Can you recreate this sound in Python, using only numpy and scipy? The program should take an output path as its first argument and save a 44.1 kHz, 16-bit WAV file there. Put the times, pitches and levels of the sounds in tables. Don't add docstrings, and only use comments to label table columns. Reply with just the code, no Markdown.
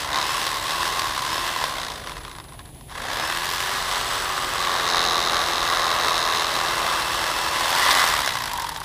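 import sys
import numpy as np
from scipy import signal
from scipy.fft import rfft, irfft, next_fast_len
from scipy.io import wavfile
from scipy.ndimage import uniform_filter1d, map_coordinates

SR = 44100
rng = np.random.default_rng(int(sys.argv[2]) if len(sys.argv) > 2 else 0)


def digitize_waveform(pressure):
    field = np.atleast_2d(pressure).T
    bounded = np.clip(field, -1, 1)
    quanta = np.round(bounded * 32767).astype(np.int16)
    wavfile.write(sys.argv[1], SR, quanta)


def ratio_of_db(decibels):
    return 10 ** (np.asarray(decibels, float) / 20)


N = 389844
SECONDS = np.arange(N) / SR

# frequency in Hz, level in dB per Hz.
OUTDOORS = [(18, -57), (30, -5), (45, -0.5), (120, -8), (200, -16), (310, -13.5), (480, -23), (800, -17.5),
            (1300, -37), (3500, -28.5), (5500, -40), (9200, -33), (10400, -20.5), (11600, -35.5)]
# frequency in Hz, level in dB.
PUMP = [(122, -55), (152, -53.5)]
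# delay in seconds, level in dB.
TABLE_ECHOES = [(.0011, -41.5), (.0027, -30), (.0052, -24.5), (.009, -22.5), (.014, -34)]

# squeezed in seconds, released in seconds.
TRIGGER = [
    (-1, .434),
    (.618, .962),
    (1.213, 1.523),
    (2.904, 7.962),
]
# time in seconds, shaft speed in Hz.
LOADED_SPEED = [(.14, 299), (.24, 355), (.8, 370), (1.4, 360), (3.1, 346), (3.6, 384.3), (4.4, 369.7),
                (5.1, 353.8), (6.2, 344.8), (6.6, 349.6), (7.1, 339.8), (7.5, 337.7), (7.8, 394)]
# time in seconds, nearness in dB, blades turned to the listener in dB,
# bite into the fish from 0 to 1, hollow of the handle in Hz.
HAND = [(0, -25, 2.5, 0.4, 1040), (.11, -24, -3.5, 0.4, 1040), (.16, -19.5, -3.5, 1, 1035),
        (.3, -25.5, 2, 0.5, 1045), (1.7, -25.5, 1, 0, 1042), (2.05, -29, 0.5, 1, 1068),
        (2.45, -28.5, -4.5, 0.4, 1050), (2.8, -24.5, -4, 0.7, 980), (3.08, -24, -1.5, 0.4, 1040),
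        (3.55, -27.5, 2.5, 0, 1066), (4.45, -26.5, 0.5, .4, 1165), (4.9, -23.5, -1, 1, 1193),
        (6, -23, -1, 1, 1125), (7.5, -24, 1, 0.86, 1060), (7.75, -19.5, 0.5, 0.8, 960),
        (7.92, -19, 1, 0.5, 1160), (8.5, -22, 0, 0, 990), (8.84, -25.5, 2.5, 0, 970)]

# frequency in Hz, level in dB per Hz.
HOUSING = [(150, -34), (250, -11), (350, -13.5), (600, -4.5), (900, -3.5), (1400, -3.5), (1700, -3),
           (2050, -2.5), (2300, -6.5), (3500, -0.5), (5200, -6), (7300, -14), (9500, -18), (15500, -27.5)]
# frequency in Hz, width in Hz.
GRIP_HOLLOWS = [(920, 160), (1040, 147), (1160, 226)]
# frequency in Hz, width in Hz, lift in dB.
VENTS = [(1677, 140, 3), (2020, 61, 3), (8180, 330, 3.5), (10750, 440, 8), (14000, 1200, 7)]
# frequency in Hz, width in Hz, lift in dB.
SHELL_PEAKS = [(1020, 100, 6), (2660, 350, 10), (5250, 500, 12), (8150, 350, 9), (11950, 350, 8),
               (13800, 700, 6), (15000, 500, 4)]
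# start in seconds, end in seconds, frequency in Hz, dB over the handle.
FREED_RIBS = [(.2, 1.75, 1057, -8.5), (3.0, 3.8, 1690, -13), (4.6, 5.4, 1150, -13), (5.7, 6.4, 1080, -12.5),
              (7.85, 8.35, 2000, -12.5), (8.55, 8.8, 937, -1.5)]

# multiple of shaft speed, level in dB.
WHINE = [(1, -46), (2, -54), (3, -43), (4, -49), (7.67, -52.5), (8, -52), (16, -51), (24, -60), (32, -63),
         (40, -59)]
# start in seconds, end in seconds, lift in dB, fade in seconds.
SINGING = [(.22, .38, 3, .05), (.64, .8, 3, .05), (1.3, 1.4, 3, .05), (3.15, 3.35, 3, .1),
           (6.9, 7.5, 3.5, .3)]
# frequency in Hz, level in dB.
CRANK_HUM = [(120, -53), (170, -53), (230, -60), (300, -55), (420, -47), (560, -45), (650, -49), (820, -42),
             (930, -47), (1090, -39), (1200, -43), (1350, -52)]

# frequency in Hz, width in Hz, level in dB.
SLAP_MODES = [(1150, 230, -20.5), (1970, 270, -12.5), (3710, 270, 1), (4085, 420, -1), (5130, 370, -7),
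              (6460, 400, -10.5)]
# start in seconds, end in seconds, lift in dB, fade in seconds.
SLAPPING = [(.125, 0.228, 22.5, .02), (.5, 1.1, 11.5, 0.22), (1.8, 1.907, 16.5, 0.072),
            (4.6, 4.8, 17, 0.075), (4.878, 5.93, 21.5, 0.061), (4.9, 5.3, 2.5, .15),
            (6.02, 6.468, 22, 0.072), (6.543, 6.678, 16.5, 0.054), (8.252, 8.33, 16, 0.12)]
# frequency in Hz, width in Hz, level in dB.
TIP_MODES = [(7970, 130, 0)]
# start in seconds, end in seconds, lift in dB, fade in seconds.
TICKING = [(.27, .6, 8.6, 0.23), (3.9, 4.68, 11.6, 0.23), (6.7, 7.6, 5, 0.34), (7.75, 8.2, 9, 0.13)]
# frequency in Hz, width in Hz, level in dB.
RATTLE_MODES = [(5000, 1000, 5), (8000, 1000, -2), (9900, 660, 1), (13800, 1300, 0)]
# start in seconds, end in seconds, lift in dB, fade in seconds.
RATTLING = [
    (.35, .5, 10, .15),
    (3.35, 3.6, 17.5, .15),
    (7.7, 8.84, 20, 0.075),
]

# time in seconds, peak in dB, blades in dB over the handle
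KNOCKS = [(2.003, -33, -6), (2.072, -10, -5), (2.095, -12, -8), (2.118, -13.5, -6), (2.168, -14, -10),
          (2.25, -12.5, -3), (2.28, -16, -7), (2.314, -15.5, -7), (2.351, -19, 0), (2.385, -16.5, -7),
          (2.4, -18.5, -5), (2.455, -31, -5), (2.49, -28, -10), (2.522, -24, -2), (2.593, -20, -4),
          (2.655, -27, 0), (2.69, -33, 2), (2.81, -29, 0), (2.896, -28, -8), (2.953, -19, -4),
          (2.981, -17, -4), (3.02, -13, -2)]
# time in seconds, peak in dB, blades in dB over the handle.
JOLTS = [(0.467, -3, 16.5), (0.994, -9, 22), (1.615, -7, 6), (1.64, -1.5, 13.5), (3.102, -5.5, -5),
         (3.132, -11, 20.5), (4.946, -0.5, 8), (4.969, -5, 14), (7.891, 1, 4), (7.912, -1, 19), (8, -6, 20),
         (8.354, -6, 7)]
# time in seconds, peak in dB, blades in dB over the handle.
LAST_KNOCKS = [(8.477, -12, 18), (8.585, -9, -18), (8.624, -10, -12), (8.669, -18, -16), (8.689, -13, -16),
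               (8.711, -14, -7), (8.762, -10, 15), (8.786, -19, -11), (8.815, -8.5, 0)]

RATED_HZ = 350
TURNS_PER_REVERSAL = 4.17
SLAP_DB_PER_OCTAVE = 1


def unit(x):
    return x / np.sqrt(np.mean(x ** 2) + 1e-20)


def curves(rows):
    times, *columns = np.transpose(rows)
    return [np.interp(SECONDS, times, column) for column in columns]


def spells(rows):
    total_db = 0
    for start, end, db, fade_s in rows:
        inside_s = np.minimum(SECONDS - start, end - SECONDS)
        total_db = total_db + db * np.clip(inside_s / max(fade_s, .01) + 1, 0, 1)
    return total_db


def wobble(rate):
    coarse = np.arange(0, N + 32, 32)
    knots = rng.standard_normal(int(N * rate / SR) + 4)
    return np.interp(np.arange(N), coarse, map_coordinates(knots, [coarse * rate / SR]))


def scatter():
    return rng.uniform(-0.88, 1, N)


def spectrum_size():
    return 2 * next_fast_len(N // 2 + 4096)


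def filtered(x, response):
    m = spectrum_size()
    return irfft(rfft(x, m) * response(np.fft.rfftfreq(m, 1 / SR)), m)[:N]


def colour(points):
    def response(hz):
        f, db = np.transpose(points)
        gain_db = np.interp(np.log(hz + 1), np.log(f), db)
        cepstrum = irfft(np.log(ratio_of_db(np.maximum(gain_db, -90))))
        cepstrum[1:len(hz) - 1] *= 2
        cepstrum[len(hz):] = 0
        return np.exp(rfft(cepstrum))
    return response


def modes(rows):
    def response(f):
        total = 0
        for k, (hz, width, db) in enumerate(rows):
            damping = 1j * f * width
            total = total + (-1) ** k * ratio_of_db(db) * damping / (hz * hz - f * f + damping)
        return total
    return response


def lift_db(rows, hz):
    return sum(db / (1 + ((hz - c) / (w / 2)) ** 2) for c, w, db in rows)


def bursts(sizes, decay_s, loose):
    fade = np.exp(-1 / (SR * decay_s))
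    tail = signal.lfilter([1], [1, -fade], sizes) * rng.standard_normal(N)
    return sizes + loose * np.sqrt(1 - fade ** 2) * tail


def outdoors():
    air = unit(filtered(rng.standard_normal(N), colour(OUTDOORS)))
    sound = ratio_of_db(-42.5 + 0.22 * wobble(0.89)) * air
    for hz, db in PUMP:
        hum = np.sin(2 * np.pi * hz * SECONDS + 1.8 * wobble(6))
        sound += ratio_of_db(db + 1.5 * wobble(5.5)) * np.sqrt(2) * hum
    return sound


def motor():
    step_s, finger_s, start_hz = .002, .08, 294.6
    lag_at_rest_s, lag_at_rated_s = .095, .149
    friction_hz_per_s, drag_s = 160, 1.88
    s = np.arange(0, N / SR + step_s, step_s)
    power = 0
    for squeezed, released in TRIGGER:
        pressed = np.clip((s - squeezed) / finger_s + .5, 0, 1)
        power = power + pressed * np.clip((released - s) / finger_s + .5, 0, 1)
    speed = [start_hz]
    for on, aim in zip(power, np.interp(s, *np.transpose(LOADED_SPEED))):
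        hz = speed[-1]
        lag_s = lag_at_rest_s + (lag_at_rated_s - lag_at_rest_s) * hz / RATED_HZ
        driven = on * (aim - hz) / lag_s
        coasting = (1 - on) * (friction_hz_per_s + hz / drag_s)
        speed.append(hz + step_s * (driven - coasting))
    return np.interp(SECONDS, s, speed[1:]), np.interp(SECONDS, s, power)


def tooth_grind(speed, stroke):
    load_db = 0.16 + 6.6 * (1 - speed / speed.max())
    chatter_db = 1.23 * wobble(250) + 0.4 * wobble(30)
    return unit(ratio_of_db(load_db * np.cos(2 * np.pi * (stroke - .2)) + chatter_db) * rng.standard_normal(N))


def crank_clacks(reversal, push_return_db):
    clacks = bursts(reversal * ratio_of_db(4.3 * scatter() + push_return_db), 0.0034, loose=4.2)
    return clacks / np.sqrt(np.abs(uniform_filter1d(clacks ** 2, size=9000)) + 1e-4)


def zones(x):
    m = spectrum_size()
    hz = np.fft.rfftfreq(m, 1 / SR)
    shell = rfft(x, m) * colour(HOUSING)(hz) * ratio_of_db(lift_db(VENTS, hz))
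    low, mid, high = [1 / (1 + (hz / edge_hz) ** 10) for edge_hz in (750, 2300, 7000)]
    butt, handle, blades, vents = irfft(shell * [low, mid - low, high - mid, 1 - high], m)[:, :N]
    rings = irfft([shell * modes([(c, w, 0)])(hz) for c, w in GRIP_HOLLOWS], m)[:, :N]
    place = np.interp(curves(HAND)[-1], [c for c, w in GRIP_HOLLOWS], range(len(GRIP_HOLLOWS)))
    hollow = sum(np.sqrt(np.clip(1 - abs(place - k), 0, 1)) * ring for k, ring in enumerate(rings))
    return butt, handle + 1.55 * hollow, blades, vents


def shaken_shell(shake, octaves, power, slap_db):
    near_db, turn_db, _, _ = curves(HAND)
    handle_db = near_db + 10 * octaves + 0.56 * wobble(14)
    handle_db -= 4.5 * np.minimum(3 * power, 1) * np.minimum(octaves + 0.65, 0)
    butt_db = -11.5 + 1.4 * wobble(8) - 0.095 * spells(RATTLING)
    held_db = 0.63 * np.clip((slap_db + 34.0) / 12, 0, 1)
    blades_db = -3.5 + turn_db - held_db
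    vents_db = -11.5 + 1.24 * turn_db
    parts = zones(shake)
    levels = [butt_db, 0, blades_db, vents_db]
    sound = sum(ratio_of_db(handle_db + db) * unit(part) for part, db in zip(parts, levels))
    for start, end, rib_hz, db in FREED_RIBS:
        rib = unit(signal.lfilter(*signal.iirpeak(rib_hz, 14, SR), parts[1]))
        sound += ratio_of_db(handle_db + db - 30 + spells([(start, end, 30, .15)])) * rib
    return sound


def slow_gain(db):
    return np.repeat(ratio_of_db(db), 16)[:N]


def armature_whine(speed, turns, stroke, octaves, power):
    bite = curves(HAND)[2]
    whine_db = 7.5 * octaves - 2.5 * (1 - power)
    sing_db = spells(SINGING)
    shaft_db = 2.5 * (bite - .25) + 1.4 * (1 - power)
    shake = np.sin(2 * np.pi * stroke)
    sound = np.zeros(N)
    for multiple, db in WHINE:
        phase = 2 * np.pi * multiple * turns + .012 * multiple * shake + .5 * wobble(25)
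        level_db = whine_db + (sing_db if multiple > 4 else shaft_db) + 1.2 * wobble(6)
        peak_db = lift_db(SHELL_PEAKS, multiple * speed[::16])
        sound += slow_gain(db + level_db[::16] + peak_db) * np.sin(phase)
    return np.sqrt(2) * sound


def crank_hum(speed, stroke, octaves):
    bite = curves(HAND)[2]
    hum_db = 12 * octaves + 9.5 * (bite - 1) + 1.5
    sound = np.zeros(N)
    for multiple in range(4, 31):
        hz = multiple * speed[::16] / TURNS_PER_REVERSAL / 2
        db = np.interp(hz, *np.transpose(CRANK_HUM))
        level_db = (hum_db + 3 * wobble(1.6))[::16]
        sound += slow_gain(db + level_db) * np.sin(np.pi * multiple * stroke + 2 * wobble(3))
    return np.sqrt(2) * sound


def blade_slaps(reversal, push_return_db, slap_db):
    slaps = bursts(reversal * ratio_of_db(1.8 * scatter() + .6 * push_return_db), .001, loose=.2)
    return ratio_of_db(slap_db) * unit(filtered(slaps, modes(SLAP_MODES)))


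def blade_rattle(reversal, octaves):
    rattles = bursts(reversal * ratio_of_db(9 * scatter()), .0012, loose=4)
    level_db = -54.5 + spells(RATTLING) + SLAP_DB_PER_OCTAVE * octaves
    return ratio_of_db(level_db) * unit(filtered(rattles, modes(RATTLE_MODES)))


def tip_ticks(push_ends, octaves):
    ticks = bursts(push_ends * ratio_of_db(5.5 * scatter()), 0.0015, loose=0.13)
    level_db = -52.5 + SLAP_DB_PER_OCTAVE * octaves + spells(TICKING)
    return ratio_of_db(level_db) * unit(filtered(ticks, modes(TIP_MODES)))


def knife():
    speed, power = motor()
    octaves = np.log2(speed / RATED_HZ)
    turns = np.cumsum(speed) / SR
    stroke = turns / TURNS_PER_REVERSAL + .74
    reversal = np.diff(np.floor(stroke + .012 * wobble(40)), prepend=0) > 0
    pushing = np.floor(stroke + .5) % 2 == 0
    push_return_db = np.where(pushing, 0, -3 + 2.8 * wobble(3.15))
    slap_db = -48.5 + SLAP_DB_PER_OCTAVE * octaves + spells(SLAPPING)
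    bite = curves(HAND)[2]
    clack_db = -4 - 2.5 * bite + 13 * np.minimum(octaves + .3, 0)
    clack_db += 0.17 * spells(RATTLING) - .1 * spells(TICKING)
    share = ratio_of_db(clack_db)
    shake = tooth_grind(speed, stroke) + share * crank_clacks(reversal, push_return_db)
    sound = shaken_shell(shake / np.sqrt(1 + share ** 2), octaves, power, slap_db)
    sound += armature_whine(speed, turns, stroke, octaves, power)
    sound += crank_hum(speed, stroke, octaves)
    sound += blade_slaps(reversal, push_return_db, slap_db)
    sound += blade_rattle(reversal, octaves)
    return sound + tip_ticks(reversal * pushing, octaves)


def knocks():
    blows, bright_db = np.zeros(N), np.zeros(N)
    for s, peak_db, blades_db in KNOCKS + JOLTS + LAST_KNOCKS:
        blows[round(s * SR)] = ratio_of_db(peak_db + 10.5)
        bright_db[round(s * SR) - 40:] = blades_db - 17
    butt, handle, blades, vents = zones(bursts(blows, 0.0037, loose=2.27))
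    ring = signal.lfilter(*signal.iirpeak(1040, 9, SR), handle)
    return 0.81 * butt + handle + 0.91 * ring + ratio_of_db(bright_db) * (blades + vents)


def scene():
    near = knife() + knocks()
    echoes = sum(ratio_of_db(db) * np.pad(near, (round(s * SR), 0))[:N] for s, db in TABLE_ECHOES)
    return (0.69 * (near + echoes) + outdoors())[None]


def band_limit(x):
    return signal.sosfilt(signal.butter(12, 15730, fs=SR, output="sos"), x)


def record(dry):
    held = dry[0] / (1 + abs(dry[0] / .75) ** 4) ** .25
    mix = filtered(held, lambda hz: 1 / (1 + (hz / 15300) ** 300))[None]
    return band_limit(mix)


dry = scene()
out = record(dry)
digitize_waveform(out)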